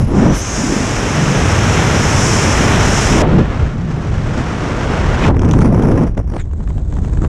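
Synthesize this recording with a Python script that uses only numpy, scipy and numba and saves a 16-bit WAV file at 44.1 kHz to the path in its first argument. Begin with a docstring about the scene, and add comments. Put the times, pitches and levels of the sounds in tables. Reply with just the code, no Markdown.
"""In the open sky, at the microphone port of a skydiver's body-worn camera. In free fall, turbulence
roars and hisses over the port, while shed eddies rumble and modulate the finer noise. The rush dulls
abruptly as the opening parachute swings the body upright. The air shakes hard and the cloth cracks
while the canopy fills; then the wind sinks to slow, gusty buffeting with short spits of turbulence."""
import sys
import numpy as np
from scipy import signal
from scipy.fft import rfft, irfft
from scipy.io import wavfile
from scipy.ndimage import uniform_filter1d, minimum_filter1d
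from numba import njit

SR = 44100
rng = np.random.default_rng(int(sys.argv[2]) if len(sys.argv) > 2 else 0)


def dump_mix(stems):
    """Bounce the given channels to the path in sys.argv[1] as a 16-bit WAV at rate SR."""
    frames = np.atleast_2d(stems).T  # one column per channel
    limited = np.clip(frames, -1, 1)  # hard clip at full scale
    pcm = np.round(limited * 32767).astype(np.int16)
    wavfile.write(sys.argv[1], SR, pcm)


N = 321048
TIME = np.arange(N) / SR
FREQS = np.arange(N // 2 + 1) * SR / N
# Stages of the jump: swung upright, canopy starts to fill, canopy open, steady glide.
TURN_S, FILL_S, OPEN_S, GLIDE_S = 3.222, 5.29, 6.1, 6.42
# Reference bands for the noise levels, each a lower and an upper edge in Hz.
SUB, LOW_MID, MID = (18, 60), (280, 900), (500, 2500)
ROAR, HISS, FIZZ = (900, 3000), (5000, 9000), (9000, 15000)

# Fast air, face down and then upright. Each row: time in seconds, base levels of roar and hiss in dB.
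FALL_LEVELS = [(0, -40, -42.5), (.08, -39, -50), (.19, -29.5, -33.5), (.315, -28.5, -40), (.34, -26, -32),
               (.4, -30, -30), (.58, -26.5, -26.5), (1.08, -22.5, -29), (1.92, -19, -26.5),
               (2.28, -20.5, -21), (2.76, -18, -26.5), (3.01, -20, -22), (3.2, -18.5, -25)]
UPRIGHT_LEVELS = [(3.25, -26, -51), (3.31, -33, -52), (3.58, -28, -45.5), (3.8, -37, -51.5),
                  (4.42, -28, -41.5), (5.25, -23, -39)]
# Slow air shakes the filling canopy, falls calm, then gathers speed in the glide.
# Each row: time in seconds, base levels of sputter and hiss in dB.
CANOPY_LEVELS = [(5.35, -34, -59), (5.45, -26, -47), (6.03, -27, -47), (6.13, -49, -64), (6.48, -51, -63),
                 (6.6, -48, -58), (6.87, -51, -60), (6.91, -42, -51.5), (7.28, -36, -52.5)]
# Slow pressure swings on the port. Each row: time in seconds, level in dB.
SWAY_LEVELS = [(0, -15.5), (.4, -21.5), (.9, -26), (2.4, -24), (3.25, -15.5), (3.6, -16.5), (3.8, -27),
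               (4.2, -18), (4.62, -27.5), (5.1, -14), (6.55, -19.5), (7.28, -13.5)]
# Gusts, when the flow breaks away and batters the port.
# Each row: start, end and attack in seconds, then rumble, growl and lift of the rush in dB.
GUST_SPELLS = [(0, 0.042, .01, -15.5, -20.5, 2), (0.108, 0.33, 0.12, -14, -11, -1.5),
               (3.108, 3.27, .1, -13.5, -12.5, -1), (3.282, 3.364, 0.017, -9.5, -17, 4.5),
               (3.371, 3.414, 0.038, -4.5, -9, 9), (4.356, 4.447, .04, -26, -29, 1),
               (4.694, 4.722, .02, -34, -37, 1), (5.25, 5.302, 0.023, -12, -16.5, 3),
               (5.291, 5.341, 0.015, -19, -14.5, 5), (5.447, 6.067, .04, -16.5, -17, -0.5),
               (5.793, 5.94, .03, -38, -28, 2), (6.17, 6.197, 0.0072, -11.5, -19.5, 19),
               (6.316, 6.373, 0.017, -25, -21, 13), (6.594, 6.624, 0.018, -22, -38, -2),
               (6.69, 6.827, .02, -22.5, -41, 3.5)]
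# Spells of locked shedding. Each row: start and end in seconds, frequency in Hz, level in dB.
FLUTTER_SPELLS = [(0, 0.064, 120, -10.5), (0.169, 0.33, 186, -12), (0.575, 0.844, 244, -18),
                  (1.15, 1.4, 153, -15.5), (1.414, 1.72, 88.5, -13), (1.757, 2.446, 131, -20.5),
                  (1.908, 2.886, 83.5, -18), (3.307, 3.428, 170, -10.5), (3.597, 3.67, 84, -12),
                  (3.731, 4.006, 137, -19), (4.05, 4.414, 104, -20.5), (5.246, 5.564, 89, -15.5),
                  (5.58, 5.8, 161, -14)]
# Swings of the body. Each row: peak time and width in seconds, level in dB, centre in Hz.
SWING_BLASTS = [(0.238, .05, -27.5, 1450), (0.38, 0.024, -36, 9450), (3.232, 0.019, -14, 640),
                (5.243, 0.011, -21.5, 2140), (5.303, 0.008, -16, 800), (5.347, 0.003, -20.5, 690),
                (6.398, 0.013, -35, 1690)]
# Single eddies on the port, and cracks of the cloth. 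Each row: time in seconds, relative peak in dB.
EDDY_SLAPS = [(5.447, -17), (5.537, -11), (6.073, -32), (6.177, -20.5), (6.337, -24), (6.365, -19),
              (6.511, -32.5), (6.605, -31), (6.675, -28), (6.703, -26.5), (6.78, -26.5), (6.924, -25),
              (6.967, -23.5), (6.986, -23), (7.047, -23), (7.172, -24), (7.247, -17.5)]
CLOTH_CRACKS = [(5.393, -31), (5.419, -34), (5.453, -34), (5.489, -32), (5.512, -24), (5.52, -35),
                (5.534, -31), (5.546, -39), (5.59, -36), (5.607, -36), (5.614, -32), (5.824, -34)]
# Movements of the head in the stream. Each row: peak time and width in seconds,
# then the lower band's centre in Hz, glide in octaves per second and level in dB.
HEAD_SWISHES = [(.0, 0.089, 5130, 0, -49), (5.535, 0.023, 3150, 8, -49), (5.63, 0.07, 4600, 1, -52.5),
                (5.87, 0.12, 5200, -0.5, -56), (6.36, 0.038, 4400, -2, -57.5),
                (6.413, 0.014, 3500, -5, -46)]
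# Spectra of the noise sources. Each row: frequency in Hz, relative spectral density in dB.
FALL_ROAR_SPECTRUM = [(100, -18), (220, 3), (400, 3.5), (700, 0.5), (1400, -1.5), (2200, -5), (3200, -10),
                      (4300, -18), (6000, -34)]
FALL_HISS_SPECTRUM = [(3500, -16), (4400, -14), (5300, 1), (5900, 1), (7000, -3), (8500, -11),
                      (10600, -21.5), (13500, -37), (15000, -49)]
FALL_FIZZ_SPECTRUM = [(7000, -16), (10000, 2), (13500, -10), (15000, -18)]
UPRIGHT_ROAR_SPECTRUM = [(100, -7), (250, 5.5), (450, 4.5), (800, 1), (1400, -1), (2200, -7.5), (3200, -13),
                         (4400, -21.5), (6500, -52)]
UPRIGHT_HISS_SPECTRUM = [(3500, -15), (4700, -2), (5600, 1.5), (7400, -5), (9000, -14), (11000, -24),
                         (14000, -38)]
SPUTTER_SPECTRUM = [(120, 3), (280, 14), (500, 0), (900, -4.5), (1600, -12), (2500, -21.5), (4200, -54),
                    (9000, -49)]
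FILLING_SPECTRUM = [(2000, 2), (3200, -4), (4300, -17), (5600, 2.5), (6600, -6), (8200, -12), (10400, -13),
                    (12000, -31), (14000, -27)]
GLIDE_SPECTRUM = [(2400, -10), (3600, -1), (5200, -8), (6400, 0), (7700, 0.5), (9000, -10.5), (11000, -24),
                  (14000, -35)]
GROWL_SPECTRUM = [(90, -1), (180, -2), (270, 2), (420, -5), (700, -13), (1200, -19.5), (2000, -43),
                  (4000, -77), (8000, -64)]
SWAY_SPECTRUM = [(8, -26), (20, 2), (35, 6.5), (55, 8), (85, 2.5), (160, -18.5)]
SLAP_SPECTRUM = [(100, -1), (300, 4), (800, 7.5), (1600, -1.5), (2600, -10.5), (4500, -43), (9000, -42)]
SNAP_SPECTRUM = [(1500, -20), (3000, 6.5), (4500, -6.5), (6200, -1), (8500, -8), (11000, -24), (15000, -31)]
CRACK_SPECTRUM = [(800, -6), (2000, -2), (3200, 4), (4500, -6), (6200, 5), (8500, -10.5), (11000, -21),
                  (15000, -31)]


def free_fall(churn):
    """Fine turbulence is a broadband roar; resonance of the port cavity turns its top into hiss."""
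    roar_db, hiss_db = curves(FALL_LEVELS)
    fizz_db = 1.65 * roar_db - 16.5  # the finest fizz grows faster than the roar
    roar = coloured(FALL_ROAR_SPECTRUM, ROAR) * undb(roar_db) * flicker(churn, depth_db=0.8)
    hiss = coloured(FALL_HISS_SPECTRUM, HISS) * undb(hiss_db)
    fizz = coloured(FALL_FIZZ_SPECTRUM, FIZZ) * undb(fizz_db)
    return (roar + (hiss + fizz) * flicker(churn, depth_db=0.73)) * (1 - after(TURN_S))


def upright_rush(churn):
    """Shelter from the direct stream dulls the turbulent rush, which then swells back gradually."""
    roar_db, hiss_db = curves(UPRIGHT_LEVELS)
    roar = coloured(UPRIGHT_ROAR_SPECTRUM, ROAR) * undb(roar_db)
    hiss = coloured(UPRIGHT_HISS_SPECTRUM, HISS) * undb(hiss_db)
    upright = after(TURN_S) * (1 - after(FILL_S, fade_s=0.014))
    return (roar + hiss) * flicker(churn, depth_db=2.0) * upright


def canopy_air(churn):
    """Deep amplitude modulation makes the slow air sputter on the crest of each eddy."""
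    sputter_db, hiss_db = curves(CANOPY_LEVELS)
    sputter = coloured(SPUTTER_SPECTRUM, MID) * flicker(churn, depth_db=8.0) * undb(sputter_db)
    filling_hiss = coloured(FILLING_SPECTRUM, HISS) * flicker(churn, depth_db=6.5)
    glide_hiss = coloured(GLIDE_SPECTRUM, HISS) * flicker(churn, depth_db=5.5)
    gliding = after(GLIDE_S, fade_s=.06)  # the hiss changes colour as the head comes down
    hiss = (filling_hiss * (1 - gliding) + glide_hiss * gliding) * undb(hiss_db)
    return (sputter + hiss) * after(FILL_S)


def eddies(gust, fast_hz, slow_hz, gust_speedup):
    """Vortex shedding follows air speed: its loose rate falls under the canopy and rises in a gust."""
    hz = (fast_hz + (slow_hz - fast_hz) * after(OPEN_S, fade_s=0.17)) * (1 + gust_speedup * gust)
    wander = np.exp(0.067 * walk(rate_hz=8))
    return band_noise(hz * wander, damping=1.21, rms=0.99)


def buffeting(db_per_db):
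    """The eddies' gain grows with the rush: in proportion in free fall, by a weaker power law after."""
    turned, filling = after(TURN_S), after(FILL_S, fade_s=.02)
    falling = undb(curves(FALL_LEVELS)[0] + 4.5)
    swinging = undb(db_per_db * curves(UPRIGHT_LEVELS)[0] - 7.5)
    hanging = undb(db_per_db * curves(CANOPY_LEVELS)[0] - 3)
    return falling * (1 - turned) + swinging * (turned - filling) + hanging * filling


def gusts(release_s):
    """Flow separation comes in spells: gives presence (0-1), rumble gain, growl gain and lift in dB."""
    envelopes = np.array([spell(start, end, attack, release_s) for start, end, attack, *_ in GUST_SPELLS])
    rumble_db, growl_db, lift_db = np.transpose(GUST_SPELLS)[3:]
    presence = envelopes.max(axis=0)
    return presence, undb(rumble_db) @ envelopes, undb(growl_db) @ envelopes, lift_db @ envelopes


def growl(churn):
    """Separated flow hammers the port with coarse, low noise."""
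    return steady(coloured(GROWL_SPECTRUM, LOW_MID) * flicker(churn, depth_db=1.8), window_s=0.1)


def flutter(damping, fade_s):
    """Lock-in holds the shedding near one rate for a while, so the eddies throb."""
    wander = np.exp(.05 * walk(rate_hz=15))
    return sum(band_noise(hz * wander, damping, undb(db) * spell(start, end, fade_s, fade_s))
               for start, end, hz, db in FLUTTER_SPELLS)


def sway():
    """The pressure of large eddies pushes the diaphragm slowly to and fro."""
    level_db, = curves(SWAY_LEVELS)
    return steady(coloured(SWAY_SPECTRUM, SUB), window_s=0.5) * undb(level_db)


def blasts(damping):
    """Each swing of the body sweeps one short swell of flow noise across the port."""
    return sum(band_noise(hz, damping, undb(db) * swell(peak_s, width_s))
               for peak_s, width_s, db, hz in SWING_BLASTS)


def slaps(rise_s, body_db, snap_db):
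    """An eddy striking the port is a pressure transient of milliseconds; its treble is briefest."""
    body = bursts(EDDY_SLAPS, rise_s, order=2) * coloured(SLAP_SPECTRUM, MID)
    snap = bursts(EDDY_SLAPS, rise_s, order=3) * coloured(SNAP_SPECTRUM, HISS)
    return body * undb(body_db) + snap * undb(snap_db)


def cloth(rise_s):
    """Sudden tension in the canopy's folds radiates short, bright cracks."""
    return bursts(CLOTH_CRACKS, rise_s, order=2) * coloured(CRACK_SPECTRUM, HISS)


def edge_tone(peak_s, width_s, peak_hz, climb_hz_per_s, level_db):
    """Flow over an edge sings an airy tone that swells, climbs and fades as the head tips."""
    hz = peak_hz + climb_hz_per_s * (TIME - peak_s)
    return band_noise(hz, damping=0.1, rms=undb(level_db) * swell(peak_s, width_s))


def swishes(churn, damping, octave_damping, octave_db):
    """Two hollow resonances an octave apart glide with the angle of the stream on the housing."""
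    bands = 0
    for peak_s, width_s, centre_hz, octaves_per_s, db in HEAD_SWISHES:
        hz = np.minimum(centre_hz * np.exp2(octaves_per_s * (TIME - peak_s)), SR / 5)
        rms = undb(db) * swell(peak_s, width_s)
        bands += band_noise(hz, damping, rms)
        bands += band_noise(2 * hz, octave_damping, rms * undb(octave_db))
    return bands * flicker(churn, depth_db=5.5)


def undb(db):
    """Amplitude ratio of a level in decibels."""
    return 10 ** (np.asarray(db) / 20)


def curves(table):
    """Linear interpolation in time of each level column, one value per sample."""
    times, *columns = np.transpose(table)
    return [np.interp(TIME, times, column) for column in columns]


def after(time_s, fade_s=0.0083):
    """A linear ramp from 0 to 1, centred on the given time."""
    return np.clip((TIME - time_s) / fade_s + .5, 0, 1)


def spell(start_s, end_s, attack_s, release_s):
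    """An envelope of attack, hold and release."""
    return after(start_s, attack_s) * (1 - after(end_s, release_s))


def swell(peak_s, width_s):
    """A Gaussian envelope whose standard deviation is the width."""
    return np.exp(-.5 * np.minimum(((TIME - peak_s) / width_s) ** 2, 60))


def bursts(table, rise_s, order):
    """Envelopes of power-law rise and exponential decay; a higher order shortens them."""
    gain = np.zeros(N)
    for time_s, db in table:
        near = slice(int((time_s - rise_s) * SR), int((time_s + 10 * rise_s) * SR))
        age = np.maximum((TIME[near] - time_s) / rise_s + .5, 0)
        gain[near] += undb(db) * (age * np.exp(1 - age)) ** order
    return gain


def coloured(points, band):
    """Spectrally shaped noise, falling steeply above its last point, with rms 1 inside the band."""
    hz, db = np.transpose(points)
    gain = undb(np.interp(np.log(FREQS + 1), np.log(hz), db)) / np.maximum(FREQS / hz[-1], 1) ** 5
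    spectrum = rfft(rng.standard_normal(N)) * gain
    inside = (FREQS > band[0]) & (FREQS < band[1])
    return irfft(spectrum, N) / np.std(irfft(spectrum * inside, N))


def walk(rate_hz):
    """Low-passed noise: a smooth random drift with standard deviation 1."""
    drift = irfft(rfft(rng.standard_normal(N)) / (1 + (FREQS / rate_hz) ** 4), N)
    return drift / np.std(drift)


def steady(wave, window_s):
    """Division by the running rms holds a wave's rms near 1."""
    size = int(window_s * SR) + 1
    power = uniform_filter1d(uniform_filter1d(wave * wave, size), size)
    return wave / np.sqrt(power + 1e-12)


def flicker(drive, depth_db):
    """Amplitude modulation: a gain of mean power 1 that moves by depth_db per unit of drive."""
    gain = undb(depth_db * np.clip(drive, -2.5, 2.5))
    return gain / np.sqrt(np.mean(gain ** 2))


@njit
def resonate(wave, hz, damping):
    """A state-variable band-pass with a moving centre; damping is 1/Q."""
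    out, band_state, low_state = np.empty(len(wave)), 0., 0.
    for i in range(len(wave)):
        tuning = np.tan(np.pi * hz[i] / SR)
        band = (band_state + tuning * (wave[i] - low_state)) / (1 + tuning * (tuning + damping))
        band_state = 2 * band - band_state
        low_state += 2 * tuning * band
        out[i] = damping * band
    return out


def band_noise(hz, damping, rms):
    """Two resonators in cascade confine noise to a steep-sided band of the given rms."""
    hz, rms, out = hz + np.zeros(N), rms + np.zeros(N), np.zeros(N)
    on = rms > 1e-5
    band = resonate(rng.standard_normal(N)[on], hz[on], damping)
    out[on] = rms[on] * steady(resonate(band, hz[on], damping), window_s=0.05)
    return out


def scene():
    """The sources superpose; the eddies both rumble and modulate finer noise, and gusts lift both."""
    gust, rumble_gain, growl_gain, lift_db = gusts(release_s=0.038)
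    pressure = eddies(gust, fast_hz=119.2, slow_hz=86.6, gust_speedup=0.14)
    churn = 0.39 * pressure + 0.57 * walk(rate_hz=48) + 0.41 * walk(rate_hz=240)
    eddy_gain = np.hypot(buffeting(db_per_db=0.43), rumble_gain)  # the powers add
    rumble = sway() + pressure * eddy_gain + flutter(damping=0.54, fade_s=0.017)
    rumble += growl(churn) * growl_gain
    rush = (free_fall(churn) + upright_rush(churn) + canopy_air(churn)) * undb(lift_db)
    whistles = edge_tone(peak_s=0.49, width_s=0.15, peak_hz=6400, climb_hz_per_s=2900, level_db=-29.5)
    whistles += swishes(churn, damping=0.1, octave_damping=.17, octave_db=1.5)
    hits = blasts(damping=0.67) + slaps(rise_s=0.0025, body_db=-4, snap_db=-24.5) + cloth(rise_s=0.0011)
    fade_out = 1 - after(N / SR - .004, fade_s=.006)
    return (rumble + rush + whistles + hits)[None] * fade_out


def record(dry):
    """Fast peak limiting holds the wave under full scale; a steep low-pass cuts the top."""
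    ceiling, window_samples, cutoff_hz = .92, 220, 14800
    needed_gain = ceiling / np.maximum(np.abs(dry), ceiling)
    gain = uniform_filter1d(minimum_filter1d(needed_gain, window_samples), window_samples)
    low_pass = signal.ellip(8, .2, 70, cutoff_hz, fs=SR, output="sos")
    return signal.sosfilt(low_pass, dry * gain)


dry = scene()
out = record(dry)
dump_mix(out)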